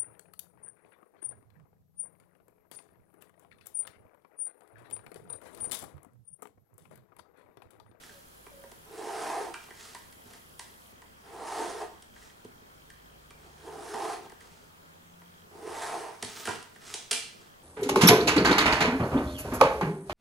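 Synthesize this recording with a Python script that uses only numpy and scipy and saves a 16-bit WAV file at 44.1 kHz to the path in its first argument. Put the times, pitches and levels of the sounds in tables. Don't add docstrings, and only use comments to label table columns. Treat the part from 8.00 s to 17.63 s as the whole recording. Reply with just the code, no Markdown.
import sys
import numpy as np
from scipy import signal
from scipy.fft import rfft, irfft
from scipy.io import wavfile
from scipy.ndimage import uniform_filter1d

SR = 44100
rng = np.random.default_rng(int(sys.argv[2]) if len(sys.argv) > 2 else 0)


def digitize_waveform(pressure):
    field = np.atleast_2d(pressure).T
    bounded = np.clip(field, -1, 1)
    quanta = np.round(bounded * 32767).astype(np.int16)
    wavfile.write(sys.argv[1], SR, quanta)


def how_loud(loudness_db):
    steps = np.asarray(loudness_db, float) / 20
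    return 10 ** steps


N = 424683

# pitch_hz, width_hz (wider dies sooner), level_db (relative)
DESK = [(345, 53, -2), (423.8, 26.5, 6), (488.5, 60, -4.5), (665.6, 80, -4), (809, 112, -4),
        (914.5, 28.4, -2.5), (1006, 30.6, -5.5), (1256, 290, -16.5), (1530, 107, -21.5), (1850, 660, -36.5)]
# pitch_hz, width_hz, level_db (relative)
BOARD = [(86, 29, -30), (101, 16.6, 0.5), (145, 3.7, -2.5), (183, 28, -3), (253, 8.9, 5), (285, 11, -2)]
DISC_HZ = 31.7


def evened(x):
    return x / np.sqrt(np.mean(x ** 2) + 1e-20)


def smooth_noise(count, size):
    return evened(uniform_filter1d(uniform_filter1d(rng.standard_normal(count), size), size))


def read(points, hz):
    f, value = np.transpose(points)
    return np.interp(np.log(hz + 1), np.log(f + 1), value)


def add(mix, s, sound):
    part = mix[round(s * SR):][:len(sound)]
    part += sound[:len(part)]


def passed(x, hz, kind):
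    return signal.sosfilt(signal.butter(4, hz, kind, fs=SR, output="sos"), x)


def curves(rows):
    s, *columns = np.transpose(rows)
    t = np.arange(s[0], s[-1], 1 / SR)
    return s[0], *(np.interp(t, s, c) for c in columns), signal.windows.tukey(len(t), .08)


def swell(start, peak, end, depth_db, *levels_db):
    way = np.linspace(-1, 1, 9)
    times = np.interp(way, (-1, 0, 1), (start, peak, end))
    return [(s, *(db - depth_db * w ** 2 for db in levels_db)) for s, w in zip(times, way)]


def ring(modes, size=4000):
    t = np.arange(size) / SR
    h = np.zeros(size)
    for k, (f, w, db) in enumerate(modes):
        h += (-1) ** k * how_loud(db) * w * np.exp(-np.pi * w * t) * np.sin(2 * np.pi * f * t)
    return h / np.linalg.norm(h)


def colour(x, points):
    hz = np.linspace(0, SR / 2, 257)
    h = signal.minimum_phase(signal.firwin2(511, hz, how_loud(2 * read(points, hz)) * (hz < SR / 2), fs=SR))
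    return signal.oaconvolve(x, h / np.linalg.norm(h))[:len(x)]


def noise(points, same, patchy_db):
    frames, hz = N // 256 + 5, np.fft.rfftfreq(1024, 1 / SR)
    a, b, c, d, patches = rng.standard_normal((frames, 513, 5)).T
    patches = evened(uniform_filter1d(uniform_filter1d(patches, 10, 0), 12, 1))
    likeness = np.clip(same(hz), -1, 1)[:, None]
    left = a + 1j * b
    right = likeness * left + np.sqrt(1 - likeness ** 2) * (c + 1j * d)
    z = np.array([left, right]) * how_loud(read(points, hz)[:, None] + patchy_db * patches)
    return evened(signal.istft(z, nperseg=1024, noverlap=768)[1][:, :N])


def patchy(x, spread_db):
    z = signal.stft(x, nperseg=256)[2]
    patches = evened(uniform_filter1d(uniform_filter1d(rng.standard_normal(z.shape), 4, 0), 14, 1))
    return evened(signal.istft(z * how_loud(spread_db * patches), nperseg=256)[1][:N])


def tones(tables):
    out = np.zeros(N)
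    for rows in tables:
        s, hz, *levels_db, fade = curves(rows)
        turn = 2 * np.pi * np.cumsum(hz) / SR
        wave = sum(how_loud(db) * np.sin(k * turn) for k, db in enumerate(levels_db, 1))
        add(out, s, np.sqrt(2) * fade * wave)
    return out


def grit(per_s, spread_db, clump_db):
    happens = rng.random(N) < per_s / SR
    size = how_loud(spread_db * np.minimum(rng.exponential(1, N), 5)) * happens
    return evened(size * rng.choice([-1., 1.], N) * how_loud(clump_db * smooth_noise(N, 500)))


def travelling(x, modes, drift_db):
    knots = rng.standard_normal((len(modes), N // 3000 + 2))
    t = np.arange(N) / 3000
    out = np.zeros(N)
    for k, ((f, w, db), drift) in enumerate(zip(modes, knots)):
        drive = x * how_loud(drift_db * np.interp(t, np.arange(len(drift)), drift))
        out += (-1) ** k * how_loud(db) * np.sqrt(w) * signal.oaconvolve(drive, ring([(f, w, 0)]))[:N]
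    return evened(out)


def rub(tables, *bodies):
    out = np.zeros(N)
    for rows in tables:
        s, *levels_db, fade = curves(rows)
        at = slice(round(s * SR), round(s * SR) + len(fade))
        add(out, s, fade * sum(how_loud(db) * body[at] for db, body in zip(levels_db, bodies)))
    return out


def room(direct, sent):
    # pitch_hz, time_s
    dying = [(150, 0.39), (500, 0.37), (1500, 0.53), (4000, 0.54), (8000, 0.41), (14000, 0.36)]
    # delay_s, level_db (against the sound sent to the room)
    walls = [(0.017, -14), (0.028, -22)]
    taps = np.zeros((2, SR))
    at = np.arange(300, SR - 20, 20) + rng.integers(0, 20, (2, (SR - 301) // 20))
    np.put_along_axis(taps, at, rng.choice([-1., 1.], at.shape), 1)
    hz, t, z = signal.stft(taps, SR, nperseg=256)
    tail = signal.istft(z * how_loud(-60 * t / read(dying, hz)[:, None]), SR, nperseg=256)[1]
    tail = (tail + 0.22 * tail[::-1]) / np.linalg.norm(tail[0])
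    for s, db in walls:
        tail[:, round(s * SR)] += how_loud(db)
    both = direct + signal.oaconvolve(sent[None], tail, axes=1)[:, :N]
    return both * how_loud(np.array([[-.75], [.75]]))


def air():
    # (per Hz, relative)
    spectrum = [(35, -1), (60, -17), (164, -1.5), (293, -6.5), (416, -5), (678, -5), (1430, -6),
                (2130, -12.5), (3240, -15.5), (3810, -17.5), (14700, -25), (15800, -19.5)]
    # pitch_hz, likeness (-1 to 1)
    sides = [(60, -0.046), (130, 0.46), (290, 0.26), (640, -0.64), (1410, -0.71), (3100, -0.47),
             (6820, 0.14), (15000, 0.59)]
    return how_loud(-55) * noise(spectrum, lambda hz: read(sides, hz), 1.37)


def far():
    # time_s, firing_hz, level_db (rms), second_multiple_db (rms)
    engine = [(1.0, 54.7, -72, -89), (2.2, 67, -70, -78), (2.8, 66.5, -70, -91), (3.8, 68, -66.5, -108),
              (4.7, 70.4, -75, -75), (5.7, 76, -62.5, -63), (6.1, 80.2, -75, -76), (7.0, 84.6, -70, -67),
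              (7.2, 87.1, -72, -58.5), (7.5, 86, -68, -68), (7.75, 81.6, -63, -70), (8.2, 78, -93, -68)]
    # start_s, peak_s, end_s, pitch_hz, peak_level_db (rms)
    drone_rows = [(0.0, 0.5, 1.1, 54, -67), (4.1, 4.18, 4.3, 50.3, -63), (4.402, 5.25, 5.9, 50.5, -64),
                  (5.794, 6.441, 6.8, 53.5, -72)]
    drones = []
    for start, peak, end, hz, top_db in drone_rows:
        rows = swell(start, peak, end, 12, top_db)
        drones.append([(s, hz, db) for s, db in rows])
    return tones([engine, *drones])


def disc_hum():
    # multiple (of the turning rate), level_db (rms)
    multiples = [(1, -80), (3, -72), (5, -76), (7.5, -80)]
    t = np.arange(N) / SR
    return sum(np.sqrt(2) * how_loud(db) * np.sin(2 * np.pi * (k * DISC_HZ * t + rng.random()))
               for k, db in multiples)


def disc_writing():
    # (per Hz, relative)
    hiss = [(1500, -37), (3000, -1), (6000, -3), (10500, 2), (12000, 1), (15800, -6)]
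    # pitch_hz, width_hz, level_db (relative)
    head_modes = [(10200, 130, -4), (10900, 98, -1), (14000, 200, -5)]
    t, end_s = np.arange(N) / SR, 2.925
    half = np.floor(2 * DISC_HZ * t)
    taps = np.diff(half, prepend=0) * (1 - 0.71 * (half % 2))
    taps = taps + 0.021 * rng.standard_normal(N)
    head = how_loud(-69.5) * evened(signal.oaconvolve(taps, ring(head_modes))[:N])
    return (how_loud(-62) * noise(hiss, lambda hz: 0.12 + 0 * hz, 0.68) + head) * (t < end_s)


def lens_drive():
    # time_s, level_db
    loudness = [(0, -77), (2.0, -72.5), (4.2, -71.5), (6.9, -75.5), (7.44, -68.5), (7.47, -97), (9.3, -88),
                (9.5, -69), (9.63, -73)]
    t = np.arange(N) / SR
    step = np.floor(50 * t).astype(int)
    count = step[-1] + 1
    size = how_loud(2.5 * rng.standard_normal(count) + 3 * (np.arange(count) % 2))
    hits = np.diff(step, prepend=0) * size[step]
    modes = [(3220, 120, 39.0), (3490, 51, -38)]  # pitch_hz, width_hz, level_db (relative)
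    steps = evened(signal.oaconvolve(hits, ring(modes))[:N])
    return steps * how_loud(np.interp(t, *np.transpose(loudness)))


def camera():
    return disc_hum() + disc_writing() + lens_drive()


def dove():
    # start_s, end_s, settled_pitch_hz, level_db (rms ahead of the hoarseness and the room)
    coo_rows = [(0.107, 0.207, 558, -62), (0.499, 0.705, 552, -59)]
    rise_s, settle_s, sharp, edge_db = 0.023, 0.055, 1.05, 14
    coos = [[(a, sharp * hz, db - edge_db), (a + rise_s, sharp * hz, db), (a + settle_s, hz, db),
             (b - rise_s, hz, db), (b, hz, db - edge_db)] for a, b, hz, db in coo_rows]
    return tones(coos) * (1 + .5 * smooth_noise(N, 220))


def thumps():
    # time_s, peak_db (ahead of the room), push_length_s
    pushes = [(2.255, -50, 0.0038), (4.447, -40.5, 0.0014), (4.618, -52, 0.0018), (8.231, -43, 0.0052),
              (8.48, -39, 0.0051)]
    out, body = np.zeros(N), passed(ring(BOARD + DESK[:3], size=12000), 92, "high")
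    for s, db, push_s in pushes:
        jolt = np.convolve(np.hanning(round(push_s * SR)), body)
        add(out, s, how_loud(db) * jolt / abs(jolt).max())
    return out


def chatter(start, shape):
    contact = start
    for _ in range(2):
        z = rfft(contact * shape)
        contact = irfft(z / abs(z))
    return contact * np.sqrt(shape)


def struck_ruler(modes, hz):
    octave_db, reach_db_per_octave = -7, 34
    struck = []
    for f, w, db in modes:
        octaves = np.log2(f / hz)
        near = max(-reach_db_per_octave * abs(octaves),
                   octave_db - reach_db_per_octave * abs(octaves - 1))
        struck.append((f, w, db + near))
    return passed(ring(struck, size=1024), .5 * hz, "high")


def ticks():
    # time_s, ruler_peak_db (ahead of low-pass and room),
    # ruler_pitch_hz (it rings around this), desk_knock_db, bright_crack_db (both against the ruler)
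    tick_rows = [(0.035, -44, 1780, -18, -2), (0.092, -43, 1650, -21, -7), (0.465, -41.5, 1120, -4, -7),
                 (0.637, -46.5, 870, 1, -6), (0.716, -49, 1000, 1.5, 5.5), (1.54, -30.5, 1250, -15.5, -3.5),
                 (1.683, -46, 1100, -2.5, -13), (1.706, -40, 1840, -2, -7), (1.792, -48, 1770, -23, -4),
                 (1.948, -36, 933, -15, 1.5), (2.125, -51.5, 2000, -18, 6), (2.334, -48, 1820, -10, 3),
                 (2.594, -34, 937, -16, 3.5), (3.019, -44.5, 930, -12, -2), (4.023, -50, 3200, -20, 10.5),
                 (4.161, -48, 1720, -11, -6), (4.223, -48, 1860, -18, -3), (4.299, -53, 1850, -14, -8),
                 (4.447, -54.5, 900, 6.5, 10.5), (4.901, -41.5, 1760, -26, -1), (5.306, -45.5, 1150, -8, 3),
                 (5.942, -35.5, 945, 4.5, -2.5), (6.297, -48, 1820, -1, 2), (6.319, -49.5, 1600, 5.5, 2),
                 (6.407, -45.5, 1880, -11, 1), (7.216, -50, 1067, -4, -8), (8.226, -33.5, 1860, -0.5, 11.5),
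                 (8.247, -34, 4470, -7, 5), (8.454, -28.5, 1700, -10, 2), (8.473, -24, 1410, -3, -6),
                 (8.489, -28, 1010, -1, -4.5), (8.508, -40, 990, -7, -5), (8.627, -52, 895, -19, 15),
                 (8.759, -45, 1780, -7, -5), (8.821, -48, 1870, -3, -7), (8.867, -41, 6500, -23, -5),
                 (8.94, -24.5, 5600, -12, 2.5), (9.111, -25.5, 4500, -8, 10),
                 (9.115, -29.5, 1400, -5, 13.5), (9.129, -22, 2600, -14.5, 4.5)]
    # pitch_hz, width_hz, level_db (relative)
    ruler_modes = [(945, 94, -1), (1170, 120, -7.5), (1400, 83, -1.5), (1603, 84, 2.5), (1795, 91, 1.5),
                   (1960, 117, 2.5), (2360, 59, 2), (2710, 250, -3), (3270, 94, 0), (4260, 150, -3.5),
                   (5600, 220, -19), (6500, 750, -3), (8700, 230, -42)]
    # (per Hz, relative)
    crack = [(700, -28), (1500, -10), (3000, -2), (5500, -2), (7000, -4), (8700, 0), (10500, -4),
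             (12500, -20), (16000, -32)]
    room_db, room_per_db, firm_db = -2, 0.22, -33.5
    out, t = np.zeros((2, N)), np.arange(1024) / SR
    desk = passed(ring(BOARD[4:] + DESK), 104, "high")
    shape = np.minimum(t / .001, 1) * how_loud(-60 * (t / .022) ** 2)
    end_fade = signal.windows.tukey(2048, .5)[1024:]
    for s, db, hz, knock_db, crack_db in tick_rows:
        contact = chatter(rng.standard_normal(1024), shape)
        bodies = [signal.fftconvolve(contact, body)[:1024] for body in (struck_ruler(ruler_modes, hz), desk)]
        bodies.append(colour(contact, crack))
        levels_db = (0, knock_db, crack_db)
        tick = sum(how_loud(rel_db) * body / abs(body).max() for body, rel_db in zip(bodies, levels_db))
        add(out[0], s - .001, how_loud(db) * tick * end_fade)
        add(out[1], s - .001, how_loud(db + room_db + room_per_db * (db - firm_db)) * tick)
    return passed(out, 13600, "low")


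def slides():
    # start_s, peak_s, end_s, rustle_db, desk_weight_db (at the peak, ahead of the room)
    slide_rows = [(0.0, -0.03, 0.26, -54, -59.5), (1.55, 1.61, 1.8, -62, -70),
                  (1.68, 1.832, 2.12, -53.5, -62), (2.197, 2.354, 2.42, -58, -58),
                  (4.097, 4.243, 4.35, -58, -71), (5.3, 5.435, 5.73, -68, -62.5),
                  (6.2, 6.249, 6.29, -59, -48.5), (6.3, 6.33, 6.27, -52, -56),
                  (6.393, 6.408, 6.86, -63.5, -64.5), (6.46, 6.514, 6.1, -60, -65),
                  (8.21, 8.237, 8.24, -48, -51), (8.16, 8.421, 8.48, -45.5, -52.5),
                  (8.458, 8.44, 8.66, -42.5, -46), (8.723, 8.75, 8.78, -62, -88),
                  (8.758, 8.94, 8.94, -47, -55.5), (9.36, 9.43, 9.52, -62.5, -66)]
    # (per Hz, relative)
    rustle_spectrum = [(600, -7.5), (1200, 13.5), (2000, 10), (4000, 10.5), (8000, 9), (11000, 1),
                       (15800, -17)]
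    swell_db, rumble_db = 27, -7
    skin = grit(4000, 3, 2)
    sweeps = [swell(*times, swell_db, rustle, weight, weight + rumble_db)
              for *times, rustle, weight in slide_rows]
    rustling = patchy(colour(skin, rustle_spectrum), 0.71)
    return rub(sweeps, rustling, *(signal.oaconvolve(skin, ring(modes)) for modes in (DESK, BOARD)))


def squeal():
    # time_s, level_db (ahead of fuzz and room), pitch_hz
    glide = [(8.28, -68, 15400), (8.412, -53, 14600), (8.5, -66, 14800)]
    out = np.zeros(N)
    s, db, hz, fade = curves(glide)
    fuzz = smooth_noise(len(db), 25)
    add(out, s, fade * how_loud(db) * fuzz * np.sin(2 * np.pi * np.cumsum(hz) / SR))
    return out


def pencil_lines():
    # time_s, low_desk_drone_db, higher_desk_buzz_db, lead_hiss_db
    strokes = [
        [(0.84, -66, -66, -69), (0.94, -46, -55, -55), (1.028, -43, -43, -48.5), (1.226, -42, -37, -42),
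         (1.336, -43, -34.5, -44.5), (1.36, -40, -36.5, -47), (1.44, -42, -44, -49), (1.526, -51.5, -48, -58),
         (1.535, -54, -56, -51)],
        [(3.19, -96, -89, -78), (3.268, -56, -57.5, -60), (3.436, -43, -40, -50), (3.478, -51, -40, -45.5),
         (3.608, -37.5, -36.5, -42.5), (3.744, -41.5, -47, -46.5), (3.836, -45, -39.5, -49.5),
         (3.872, -60, -65, -65), (3.97, -62, -66, -71)],
        [(5.55, -68, -72, -66), (5.694, -42.5, -47, -53.5), (5.712, -49, -52, -56), (5.756, -47.5, -49, -54.5),
         (5.924, -44.5, -49.5, -46), (5.95, -41.5, -37.5, -46), (6.136, -42.5, -39, -44),
         (6.226, -57, -67, -73), (6.24, -56, -51, -55)],
        [(7.48, -64, -81, -80), (7.522, -58.5, -63, -67.5), (7.67, -43.5, -45.5, -50.5),
         (7.836, -50, -39.5, -41.5), (7.96, -40, -36.5, -46), (8.008, -43.5, -46, -47.5),
         (8.062, -45, -40.5, -51), (8.18, -70, -64, -61), (8.2, -68, -60, -52)],
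    ]
    # (per Hz, relative)
    lead_spectrum = [(740, -15), (1250, 3.5), (1400, 6), (2170, -3.5), (3460, -6.5), (6080, -7.5),
                     (7200, -8.5), (9800, -6.5), (12900, -25), (15800, -35)]
    lead = grit(4000, 1.64, 0.94)
    drone, buzz = (passed(travelling(lead, modes, 2), 230, "high") for modes in (DESK[:3], DESK[3:]))
    hiss = patchy(colour(lead, lead_spectrum), 1.6)
    return rub(strokes, drone, buzz, hiss)


def scene():
    rubbing = pencil_lines() + slides() + squeal() + thumps() + dove()
    in_room = room(rubbing, how_loud(-4.5) * rubbing) + room(*ticks())
    return in_room + air() + camera() + far()


def low_pass(x):
    return signal.sosfilt(signal.butter(12, 16630, fs=SR, output="sos"), x)


def record(dry):
    limited = signal.oaconvolve(dry, signal.firwin(255, 15800, fs=SR)[None], "same")
    return low_pass(limited)


dry = scene()
out = record(dry)
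digitize_waveform(out)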